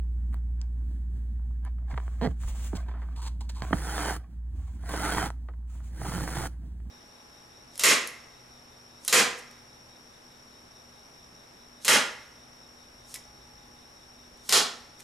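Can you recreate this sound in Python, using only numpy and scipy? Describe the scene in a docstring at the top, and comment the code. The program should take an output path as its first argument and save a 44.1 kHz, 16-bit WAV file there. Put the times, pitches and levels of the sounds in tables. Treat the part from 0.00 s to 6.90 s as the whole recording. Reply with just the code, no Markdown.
"""Indoors, close to a two-port microphone, cloth stretched in a hoop is embroidered by hand over a motor's low
hum. The needle clicks, creaks through the weave, is gripped amid brushing fingers and pops free; then the
thread is drawn through in three rasping pulls, the last in two parts. Random impulses and noise model the
friction, and short blows the taps; they excite the resonances of cloth, thread and needle. Damped sines sway
the hoop, and steady sines over shaped noise make the hum and the rumble of the room."""
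import sys
import numpy as np
from scipy import signal
from scipy.fft import rfft, irfft
from scipy.io import wavfile

SR = 44100
rng = np.random.default_rng(int(sys.argv[2]) if len(sys.argv) > 2 else 0)


def store_wav(level_fs):
    """Save 16-bit WAV to argv[1]."""
    pcm = np.round(np.clip(np.atleast_2d(level_fs), -1, 1) * 32767)
    wavfile.write(sys.argv[1], SR, pcm.T.astype(np.int16))


N = 304290
TIME = np.arange(N) / SR  # s
BINS = np.fft.rfftfreq(4096, 1 / SR)  # Hz

# Levels in the tables are relative: mixing gains, filters and the two ports act on them afterwards.

# Resonances of the stretched cloth. Each row: frequency in Hz, width in Hz, level in dB.
CLOTH_MODES = [(170, 23.6, 5), (298.4, 27, 6), (412.5, 70, 1.5), (670, 74, 1), (801, 62, -2),
               (957, 130, -1), (1206, 257, -2.5), (1563, 95, -5), (1836, 300, -8), (3125, 110, -9.5),
               (4600, 1000, -14)]
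# Pulls of the thread. Each row: start in seconds, fastest moment in seconds, end in seconds,
# rasp of the cloth in dB, hiss of the fibres in dB, shaking of the hoop in dB,
# loss of speed at both ends in dB, rate of taking up in dB/s, rate of going slack in dB/s.
THREAD_PULLS = [(3.746, 4.082, 4.168, -31.5, -50.5, -44, 15.5, 238, 900),
                (4.915, 5.137, 5.264, -29.5, -50, -38.5, 8, 237.5, 476),
                (6.035, 6.075, 6.24, -41, -55.5, -37, 4.5, 177, 400),
                (6.276, 6.436, 6.474, -39.5, -55, -38, 2.5, 239, 2000)]
# Spectrum of the thread's hiss. Each row: frequency in Hz, density in dB per Hz.
THREAD_HISS_SPECTRUM = [(1500, 8), (3000, -4.5), (4000, 1.5), (5500, 8), (7300, 3.5), (8700, 4), (9350, 8),
                        (10000, 7), (11500, 1), (13500, -2.5), (16000, -2)]
# Resonances of the thread in its hole. Each row: mean frequency in Hz, width in Hz, level in dB.
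THREAD_MODES = [(778, 160, -1.5), (1400, 310, 1.5), (1800, 390, -9), (3150, 310, -11)]
# Response of the hoop to the plucking thread. Each row: frequency in Hz, gain in dB.
HOOP_RESPONSE = [(40, -11.5), (80, -6.5), (115, 2), (165, 0.5), (230, -9.5), (320, -5.5), (430, -18),
                 (560, -15.5), (1200, -39)]
# Plucks and taps on the cloth. Each row: time in seconds, peak in dB, centre of the blow in Hz,
# decay time of the scrape in seconds.
CLOTH_TAPS = [(1.396, -52.5, 1300, .002), (1.509, -51.5, 1200, 0.004), (1.784, -50, 1600, 0.011),
              (1.9383, -40, 1700, 0.0019), (1.942, -33, 1600, 0.0028), (1.977, -23, 1860, 0.0012),
              (1.981, -29, 1400, 0.003), (2.001, -35.5, 1700, 0.003), (2.0795, -34, 1400, 0.00083),
              (2.15, -58, 1800, .002), (2.274, -29, 328, 0.0092), (2.435, -36.5, 1420, 0.0095),
              (2.48, -41, 1400, 0.0062), (2.548, -44, 900, .004), (2.594, -48, 1200, 0.0022),
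              (2.635, -62, 1300, 0.0035), (2.7313, -28, 425, 0.0083), (2.745, -34, 312, 0.0091),
              (2.752, -40, 1000, .003), (2.829, -47, 1300, .002), (2.886, -40.5, 1500, 0.0024),
              (2.894, -39, 1500, 0.0029), (2.914, -42, 1400, 0.0028), (2.939, -40, 1300, 0.036),
              (2.973, -45, 1300, 0.0077), (3.019, -40, 1670, 0.019), (3.0874, -41, 1500, 0.0022),
              (3.621, -21, 1500, 0.00085), (3.65, -31, 1300, 0.0015), (3.708, -28.5, 700, 0.0027),
              (3.728, -20, 480, 0.0089), (3.7305, -9.5, 1330, 0.0028), (3.87, -28.5, 1100, .002),
              (3.9803, -19.5, 2100, 0.0027), (3.9925, -21, 1610, 0.00088), (4.0325, -25, 1400, .001),
              (4.056, -21.5, 1400, 0.0044), (4.071, -32, 920, 0.0041), (4.085, -21, 1100, 0.0019),
              (4.108, -23, 1000, 0.00091), (4.837, -40, 800, .005), (4.908, -27.5, 1200, .002),
              (4.938, -23, 784, 0.0072), (4.982, -28, 1290, .001), (5.173, -18.5, 1900, 0.001),
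              (5.182, -15.5, 1260, 0.0018), (5.219, -20, 1600, 0.00083), (5.227, -20.5, 1700, .001),
              (5.273, -31, 1400, 0.00097), (5.303, -29, 1100, .001), (5.487, -36, 1500, 0.0054),
              (5.495, -42.5, 750, 0.013), (5.537, -49, 1400, 0.0048), (5.804, -47, 1300, 0.0048),
              (6.016, -28.5, 990, .002), (6.049, -30.5, 897, 0.011), (6.121, -25.5, 2000, 0.0017),
              (6.18, -28, 875, 0.0013), (6.207, -26.5, 900, 0.0017), (6.277, -23, 1300, 0.001),
              (6.29, -28, 1500, 0.0018), (6.337, -37, 1600, .001), (6.363, -34, 1300, 0.001),
              (6.369, -28, 1700, .001), (6.408, -27, 900, .001), (6.438, -28, 1010, 0.0008),
              (6.456, -24.5, 1600, .001), (6.802, -50.5, 2530, 0.0036)]
# Slips of the needle in the weave. Each row: time in seconds, mean slips per second, force in dB.
CREAK_CURVE = [(2.2136, 190, -6.5), (2.229, 247, -4.5), (2.252, 256, -2.5), (2.262, 212, -4),
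               (2.267, 140, -2.5), (2.277, 123, -5)]
# Resonances of the sinking needle. Each row: first frequency in Hz, last frequency in Hz, width in Hz,
# level in dB.
SHAFT_MODES = [(775, 678, 30, -5.5), (1076, 700, 69, -1.5), (1800, 2030, 180, -13.5),
               (3080, 3300, 200, -22.5), (4100, 4400, 460, -19)]
# Tiny dry clicks. Each row: time in seconds, peak in dB, centre in Hz, ring of the cloth in dB.
NEEDLE_CLICKS = [(0.329, -46, 14000, 21), (0.3357, -43, 14500, 20), (.343, -32.5, 14300, 18),
                 (0.6152, -30.5, 7200, -8.5), (1.6508, -35, 14000, 22.5), (3.6214, -31, 6850, -20),
                 (5.3033, -28, 9000, 17)]
# Fingertips brushing the stitches. Each row: start in seconds, length in seconds, level in dB,
# mean pitch of the hollow in Hz, ring of the hollow in dB.
FINGER_BRUSHES = [(2.749, 0.021, -41.5, 800, -12), (3.156, 0.0099, -52, 970, -4),
                  (3.165, 0.044, -54, 1000, 7), (3.212, 0.043, -47, 1010, -2.5),
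                  (3.258, 0.023, -42.5, 965, -3), (3.404, 0.0077, -42, 940, 0.5),
                  (3.489, 0.0087, -38, 950, -13), (3.546, 0.06, -52.5, 990, 1.5)]
# Spectrum of the brushing skin. Each row: frequency in Hz, density in dB per Hz.
BRUSH_SPECTRUM = [(400, 4), (780, 2), (1300, 5.5), (1500, 8.5), (1850, 2.5), (2300, 3), (3600, 5),
                  (4300, 8.5), (5500, 3.5), (8000, 3), (11000, -7), (16000, -9.5)]
# Rubs of needle and fingers. Each row: start in seconds, length in seconds, rasp in dB, hiss in dB.
CLOTH_RUBS = [(0.332, 0.018, -56.5, -80.5), (0.604, 0.032, -59.5, -75.5), (1.653, 0.02, -51.5, -80),
              (1.911, 0.015, -43.5, -63.5), (1.976, 0.335, -51.5, -65), (2.42, 0.015, -63, -53.5),
              (2.485, 0.011, -50, -47.5), (2.557, 0.02, -48, -54), (2.598, 0.029, -57.5, -54.5),
              (2.646, 0.03, -70, -49.5), (2.737, 0.071, -44, -61), (2.876, 0.017, -45, -73),
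              (2.918, 0.087, -53, -86), (3.01, 0.15, -57.5, -75), (3.628, 0.064, -37.5, -54),
              (4.196, 0.052, -54.5, -91), (4.565, 0.202, -59.5, -67.5), (4.916, 0.028, -34, -59),
              (5.703, 0.078, -58.5, -63.5), (5.84, 0.045, -63, -62), (6.045, 0.016, -35, -66)]
# Spectrum of the sliding skin's hiss. Each row: frequency in Hz, density in dB per Hz.
SKIN_HISS_SPECTRUM = [(1500, -1), (3000, -2), (5000, -5.5), (7200, 2), (10000, -5.5), (13000, -15),
                      (16000, -3.5)]
# Resonances of the rubbed stitches. Each row: mean frequency in Hz, width in Hz, level in dB.
STITCH_MODES = [(766, 180, 0), (1044, 180, 0.5), (1500, 240, -2.5), (2100, 280, -6.5), (3360, 270, -13)]
# Shoves on the hoop. Each row: time in seconds, peak in dB, centre of the shove in Hz.
HOOP_SHOVES = [(1.935, -25, 113), (2.276, -21, 107.5), (2.449, -27, 38), (2.735, -26.5, 180),
               (2.755, -25, 72), (3.623, -27.5, 138), (3.709, -27.5, 188), (3.728, -17.5, 174),
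               (3.741, -30, 40), (5.169, -23.5, 143)]
# Swinging modes of the hoop. Each row: frequency in Hz, level in dB, 60 dB decay time in seconds.
HOOP_MODES = [(43.3, -3, 0.48), (72, 7, 0.17), (122, 1.5, 0.082), (189, 2.5, 0.059), (239, -2.5, 0.093)]
# Partials of the motor; the tone just above the main one makes it throb.
# Each row: multiple of the hum frequency, level in dB.
HUM_PARTIALS = [(1, -1), (1.242, -20.5), (2, -27.5), (3, -30.5)]
# Spectrum of the room's rumble. Each row: frequency in Hz, density in dB per Hz.
ROOM_SPECTRUM = [(20, -17.5), (45, -6), (78, 3.5), (98, -3), (150, -7.5), (230, -8), (330, -19.5),
                 (520, -36.5), (780, -38), (1100, -44), (1400, -45.5), (1720, -39), (2200, -48.5),
                 (4500, -46.5), (16000, -52)]
# Phase between the ports. Each row: frequency in Hz, lead of the left port in radians.
PORT_LEAD = [(20, 0), (1900, 0), (2900, 1.4), (4300, 2), (5400, 3.1), (7700, 6), (9100, 6.5), (11500, 9),
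             (13300, 9.8), (15000, 12.4)]
# Level between the ports. Each row: frequency in Hz, left minus right in dB.
PORT_DIFFERENCE = [(60, -1), (100, -4), (200, -5.5), (500, -7), (770, -6), (1200, 3.5), (1900, -4.5),
                   (2800, -5), (4200, -2), (6000, 0.5), (15000, 0)]

HISS_FOLLOWS = 0.65  # dB of hiss for each dB of rasp as the speed changes
SETTLE_DB, SETTLE_DB_PER_S = -17, 190  # the slack thread slides on faintly after a pull
SURGES_PER_S, SURGE_DB = 28, 1.37  # the hand pulls unevenly
SNAGS_PER_S, SNAGS_DB = 77, -12.5  # thicker spots of the thread catch in the hole
TWISTS_PER_S, TWIST_SHARE = 220, 1.1  # typical rate of plies flicking over the rim; their gain
THREAD_RING_DB = -6.5
BRUSH_RISE_S, BRUSH_FALL_S = 0.0074, 0.005
BRUSH_TAIL_DB, BRUSH_TAIL_S = -12.5, 0.031  # the finger lingers
HOLLOW_WIDTH_HZ = 290  # of each of two resonances in series
SLIDE_RISE_DB_PER_S, SLIDE_FALL_DB_PER_S = 499, 331.5
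HUM_HZ, HUM_DB, HUM_FADE_DB_PER_S, HUM_WAVER_DB = 58.75, -28, 1.37, 0.45
HUM_DIP_S, HUM_DIP_WIDTH_S, HUM_DIP_DB = 4.28, 0.07, -11  # the hum dips briefly
BEAT_S, BEAT_WIDTH_S, BEAT_HZ, BEAT_DB = 4.66, 0.14, 77, -41  # a second low tone swells briefly
LAG_HZ, LAG_WIDTH_HZ = 700, 900
EDGE_HZ = 15900


def pulls(rasp, hiss, shake):
    """Friction: twisted thread plucks its hole in clumps, ringing cloth and hoop, while its fibres hiss."""
    clumps = flutter(per_s=200, depth_db=3.2)
    surges = flutter(per_s=SURGES_PER_S, depth_db=SURGE_DB)
    snags = amp(SNAGS_DB) * slips(per_s=SNAGS_PER_S, spread_db=-2.0)
    grain = evened(clumps * (slips(per_s=1400, spread_db=1.2) + 0.35 * rng.standard_normal(N)))
    plucks = evened(evened(surges * (grain + TWIST_SHARE * twists())) + snags)

    body = evened(colour(plucks, cloth()))
    thread = wandering_rings(plucks, THREAD_MODES)
    hoop = evened(colour(plucks, amp(read(HOOP_RESPONSE, BINS))))
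    friction = slips(per_s=9000, spread_db=4.5) + 0.5 * plucks
    fibres = evened(colour(friction, amp(read(THREAD_HISS_SPECTRUM, BINS))))

    rasping = rasp * (amp(-3.0) * body + amp(THREAD_RING_DB) * thread)
    return rasping + shake * hoop + amp(11.0) * hiss * fibres


def pull_gains():
    """Speed law: the hand speeds up and slows in one arch; rasp and hiss follow, the hoop's shaking does not."""
    gains = np.zeros((3, N))
    for start, fastest, end, rasp_db, hiss_db, hoop_db, slow_db, rise, fall in THREAD_PULLS:
        speed_db = -slow_db * np.interp(TIME, [start, fastest, end], [1, 0, 1]) ** 1.65
        settling = amp(SETTLE_DB) * contact(start, end, rise, SETTLE_DB_PER_S)
        taut = np.maximum(contact(start, end, rise, fall), settling)
        gains[0] += taut * amp(rasp_db + speed_db)
        gains[1] += taut * amp(hiss_db + HISS_FOLLOWS * speed_db)
        gains[2] += taut * amp(hoop_db)
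    return gains


def twists():
    """Periodic excitation: the plies flick over the rim in turn, unevenly spaced and unevenly strong."""
    rate = TWISTS_PER_S * flutter(per_s=250, depth_db=3) * flutter(per_s=14, depth_db=2)
    turns = np.cumsum(rate) / SR
    flicks = np.diff(np.floor(turns), prepend=0)
    return evened(flicks * flutter(per_s=400, depth_db=4))


def fuzz(thread, skin):
    """Incoherent friction: loose fibres rub along thread and hand, a wide hiss unrelated at the two ports."""
    return amp(-3.5) * np.array([thread * noise(THREAD_HISS_SPECTRUM) + skin * noise(SKIN_HISS_SPECTRUM)
                                 for port in "LR"])


def taps():
    """Impact: a push and a brief scrape excite the cloth; the centre of each blow sets how bright it is."""
    out, t = np.zeros(N), np.arange(4096) / SR
    for s, db, hz, length in CLOTH_TAPS:
        scrape = rng.standard_normal(len(t)) * np.exp(-t / length) * (1 - np.exp(-t / 0.0001))
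        padding = 1 / np.hypot(1, BINS / hz)  # the soft weave takes the edge off
        ring = colour((t == 0) + 0.11 * scrape, cloth() * bell(hz, 1.43 * hz) * padding)
        add(out, s, amp(db) * ring / abs(ring).max())
    return out


def creak():
    """Stick-slip: the shaft jerks through the weave in a quick run that slows at last, ringing cloth and needle."""
    s, per_s, force_db = np.transpose(CREAK_CURVE)
    t = np.arange(s[0], s[-1], 1 / SR)
    unsteady = flutter(per_s=200, depth_db=0.8)[:len(t)]
    turns = np.cumsum(np.interp(t, s, per_s) * unsteady) / SR
    jerks = np.diff(np.floor(turns), prepend=-1)
    grit = 0.085 * np.exp(-(turns % 1) / 0.25) * rng.standard_normal(len(t))  # dies away after each jerk
    force = np.zeros(N)
    add(force, s[0], (jerks + grit) * amp(np.interp(t, s, force_db) + rng.standard_normal(len(t))))

    # Response at the contact. Each row: frequency in Hz, gain in dB.
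    response = [(60, 1), (175, 6), (245, 10.5), (340, -5), (430, 4.5), (680, -3.5), (1200, -8.5),
                (2500, -9.0), (5000, -20), (9000, -13), (14000, -13)]
    shaft = np.zeros(N)
    for first, last, width, db in SHAFT_MODES:
        pitch = np.interp(TIME, s[[0, -1]], [first, last])
        shaft += amp(db) * resonate(force, pitch, width)
    return amp(10.5) * colour(force, cloth() * amp(read(response, BINS))) - amp(8.5) * shaft


def clicks():
    """Hard impact: two wide resonances of the needle and a trace of the cloth's ring make bright little clicks."""
    out, t = np.zeros(N), np.arange(4096) / SR
    for s, db, hz, ring_db in NEEDLE_CLICKS:
        decay = np.exp(-t / 0.0008) + 0.04 * np.exp(-t / 0.015)
        blow = (t == 0) + 0.25 * rng.standard_normal(len(t)) * decay
        needle = bell(hz, 0.25 * hz) + amp(2.5) * bell(0.66 * hz, 0.12 * hz)
        needle = needle / np.hypot(1, (BINS / (0.92 * hz)) ** 3)  # falls steeply above the centre
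        tick = colour(blow, needle + amp(ring_db) * cloth() * bell(hz=1600, width=2100))
        add(out, s, amp(db) * tick / abs(tick).max())
    return out


def brushes():
    """Cavity resonance: skin swishes over stitches; the hollow under the fingers shifts pitch with the grip."""
    touch, hollow = np.zeros((2, N))
    for s, length, db, hz, hollow_db in FINGER_BRUSHES:
        after = np.maximum(TIME - s - length, 0)
        lingering = amp(BRUSH_TAIL_DB) * np.exp(-after / BRUSH_TAIL_S)
        release = np.maximum(np.exp(-after / BRUSH_FALL_S), lingering)
        stroke = amp(db) * np.clip((TIME - s) / BRUSH_RISE_S, 0, 1) * release
        touch += stroke
        hollow += amp(hollow_db) * stroke
    s, length, _, hz, _ = np.transpose(FINGER_BRUSHES)
    pitch = np.interp(TIME, s + length / 2, hz) * flutter(per_s=140, depth_db=0.35)
    grains = slips(per_s=6000, spread_db=4.0)
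    ring = resonate(resonate(hollow * grains, pitch, HOLLOW_WIDTH_HZ), pitch, HOLLOW_WIDTH_HZ)
    swish = colour(touch * grains, evened(amp(read(BRUSH_SPECTRUM, BINS))))
    return amp(-2) * swish + amp(16.0) * ring


def slides(rasp, hiss):
    """Light sliding friction: uneven rubs catch the weave and ring a few stitches, over a soft hiss."""
    rubs = evened(flutter(per_s=90, depth_db=2.8) * flutter(per_s=35, depth_db=2.5))
    catches = rubs * (slips(per_s=700, spread_db=1.2) + 0.35 * rng.standard_normal(N))
    weave = evened(colour(catches, cloth() * bell(hz=1200, width=5000)))
    body = evened(weave + wandering_rings(catches, STITCH_MODES))
    friction = np.sqrt(rubs) * slips(per_s=6100, spread_db=2.5)
    skin = evened(colour(friction, amp(read(SKIN_HISS_SPECTRUM, BINS))))
    return amp(-7.5) * rasp * body + amp(-0.5) * hiss * skin


def slide_gains():
    """Contact envelopes: rasp and hiss gains of the rubs, which all swell and fade at the same rates."""
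    gains = np.zeros((2, N))
    for s, length, rasp_db, hiss_db in CLOTH_RUBS:
        touch = contact(s, s + length, SLIDE_RISE_DB_PER_S, SLIDE_FALL_DB_PER_S)
        gains += amp([[rasp_db], [hiss_db]]) * touch
    return gains


def holding():
    """Random excitation: held cloth stirs faintly all the time under the thumb, in shifting registers."""
    stirring = np.zeros(N)
    for hz in (600, 850, 1450, 1750):
        stirring += flutter(per_s=22, depth_db=6) * colour(rng.standard_normal(N), bell(hz, 250))
    return amp(-74) * evened(colour(stirring, cloth()))


def sways():
    """Damped oscillation: a shove swings the whole hoop, stirring most the modes near its centre."""
    out, t = np.zeros(N), np.arange(SR // 2) / SR
    for s, db, centre_hz in HOOP_SHOVES:
        shove = bell(centre_hz, 0.78 * centre_hz) ** 2
        swing = np.zeros(len(t))
        for hz, mode_db, t60 in HOOP_MODES:
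            decay = np.exp(-np.log(1000) * t / t60)
            swing += amp(mode_db) * np.interp(hz, BINS, shove) * np.sin(2 * np.pi * hz * t) * decay
        swing *= 1 - np.exp(-t / 0.003)  # soft onset
        add(out, s, amp(db) * swing / abs(swing).max())
    return out


def hum():
    """Beating partials: a motor hums low, wavering and slowly growing fainter, over the rumble of the room."""
    dip_db = HUM_DIP_DB * np.exp(-((TIME - HUM_DIP_S) / HUM_DIP_WIDTH_S) ** 2)
    level = amp(HUM_DB - HUM_FADE_DB_PER_S * TIME + dip_db) * flutter(per_s=10, depth_db=HUM_WAVER_DB)
    tone = sum(amp(db) * np.sin(2 * np.pi * (k * HUM_HZ * TIME + rng.random())) for k, db in HUM_PARTIALS)
    swell = np.exp(-((TIME - BEAT_S) / BEAT_WIDTH_S) ** 2)
    beat = amp(BEAT_DB) * swell * np.sin(2 * np.pi * BEAT_HZ * TIME)
    rumble = amp(-49.5) * noise(ROOM_SPECTRUM) * flutter(per_s=12, depth_db=2.73)
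    return np.sqrt(2) * (level * tone + beat) + rumble


def disperse(x):
    """Dispersion: an all-pass delays some waves more than others, rounding blows off by about a millisecond."""
    r = np.exp(-np.pi * LAG_WIDTH_HZ / SR)
    poles = np.array([1, -2 * r * np.cos(2 * np.pi * LAG_HZ / SR), r * r])
    return signal.lfilter(poles[::-1], poles, x)


def ports(x):
    """Interaural-like cues: the two ports hear the same sound with different phase and colour."""
    hz = np.fft.rfftfreq(N, 1 / SR)
    half = amp(read(PORT_DIFFERENCE, hz) / 2)
    right = np.exp(-1j * read(PORT_LEAD, hz)) / half
    return irfft(rfft(x) * np.array([half, right]), N)


def nearby(x):
    """Scattering: hand, hoop and table return the treble within a few ms, differently to each port."""
    t = np.arange(SR // 50) / SR
    echoes = rng.standard_normal((2, len(t))) * np.exp(-t / 0.005) * (t > 0.0005)
    treble = colour(x, BINS ** 2 / (BINS ** 2 + 2300 ** 2))
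    return signal.fftconvolve(treble[None], echoes / np.linalg.norm(echoes[0]), axes=1)[:, :N]


def room(x, t60):
    """Reverberation: a short, soft tail of decaying noise, unrelated at the two ports."""
    t = np.arange(SR // 2) / SR
    tail = rng.standard_normal((2, len(t))) * np.exp(-np.log(1000) * t / t60) * (t > 0.002)
    return signal.fftconvolve(x[None], tail / np.linalg.norm(tail[0]), axes=1)[:, :N]


def cloth():
    """Modal response: the gain of the taut cloth, the powers of all its resonances added."""
    return np.sqrt(sum((amp(db) * bell(hz, width)) ** 2 for hz, width, db in CLOTH_MODES))


def wandering_rings(plucks, rings):
    """Tension and pitch: resonances of stretched threads wander with their tension and come forward at random."""
    out = np.zeros(N)
    for hz, width, db in rings:
        wander = hz * flutter(per_s=25, depth_db=0.7)
        share = flutter(per_s=70, depth_db=3.5)
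        out += amp(db) * evened(share * resonate(resonate(plucks, wander, width), wander, width))
    return evened(out)


def resonate(x, hz, width):
    """Swept resonance: shifts the curve hz down to zero, smooths there with a one-pole, and shifts back."""
    turn, r = np.exp(2j * np.pi * np.cumsum(hz) / SR), np.exp(-np.pi * width / SR)
    return 2 * (turn * signal.lfilter([1 - r], [1, -r], x / turn + 1e-18)).real


def bell(hz, width):
    """Simple resonator: its gain over frequency, 1 at the centre."""
    return 1 / np.sqrt(1 + ((BINS ** 2 - hz ** 2) / (width * BINS + 1e-6)) ** 2)


def colour(x, gain):
    """Minimum phase: a causal filter of the given gain rings after a click, never before."""
    log_gain = np.log(np.maximum(np.r_[gain, gain[-2:0:-1]], 1e-5))
    ring = np.fft.ifft(np.exp(np.conj(signal.hilbert(log_gain)))).real
    return signal.oaconvolve(x, ring)[:len(x)]


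def slips(per_s, spread_db):
    """Random impulses: fibres let go at chance moments, with sizes spread in decibels."""
    size = amp(spread_db * np.minimum(rng.exponential(1, N), 4))
    return evened(size * rng.choice([-1, 1], N) * (rng.random(N) < per_s / SR))


def noise(points):
    """Spectral shaping: steady noise of a given spectrum, at rms 1."""
    gain = amp(read(points, np.fft.rfftfreq(N, 1 / SR)))
    return evened(irfft(rfft(rng.standard_normal(N)) * gain, N))


def flutter(per_s, depth_db):
    """Random modulation: a gain that wavers between chance values drawn at the given rate."""
    knots = np.arange(0, N / SR + 1, 1 / per_s)
    return amp(depth_db * np.interp(TIME, knots, rng.standard_normal(4096)[:len(knots)]))


def contact(start, end, rise_db_per_s, fall_db_per_s):
    """Exponential envelope: a stroke rises to 1 at its start, holds, and dies away after its end."""
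    return amp(-rise_db_per_s * np.maximum(start - TIME, 0) - fall_db_per_s * np.maximum(TIME - end, 0))


def read(points, hz):
    """Logarithmic pitch: reads a table along a log-frequency axis."""
    f, value = np.transpose(points)
    return np.interp(np.log(hz + 1), np.log(f + 1), value)


def amp(db):
    """Decibel law: level to amplitude gain."""
    return 10 ** (np.asarray(db) / 20)


def evened(x):
    """Normalisation: scales to rms 1."""
    return x / np.sqrt(np.mean(x ** 2) + 1e-20)


def add(mix, s, sound):
    """Superposition: mixes a sound in at s seconds."""
    part = mix[round(s * SR):][:len(sound)]
    part += sound[:len(part)]


def scene():
    """Superposition: handwork and hum at the two ports, with near reflections, a little room and even hiss."""
    pull_rasp, pull_hiss, shake = pull_gains()
    slide_rasp, slide_hiss = slide_gains()
    work = pulls(pull_rasp, pull_hiss, shake) + taps() + creak() + clicks() + brushes()
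    work += slides(slide_rasp, slide_hiss) + holding()
    work = disperse(work)
    space = amp(-11) * nearby(work) + amp(-18) * room(work, t60=0.2)
    even_hiss = amp(-81.5) * rng.standard_normal((2, N))
    return ports(work + sways() + hum()) + fuzz(pull_hiss, slide_hiss) + space + even_hiss


def record(dry):
    """Band limiting: a steep linear-phase low-pass removes the highest treble."""
    lowpass = signal.firwin(511, EDGE_HZ, window=("kaiser", 9), fs=SR)
    return signal.oaconvolve(dry, lowpass[None], "same")


dry = scene()
out = record(dry)
store_wav(out)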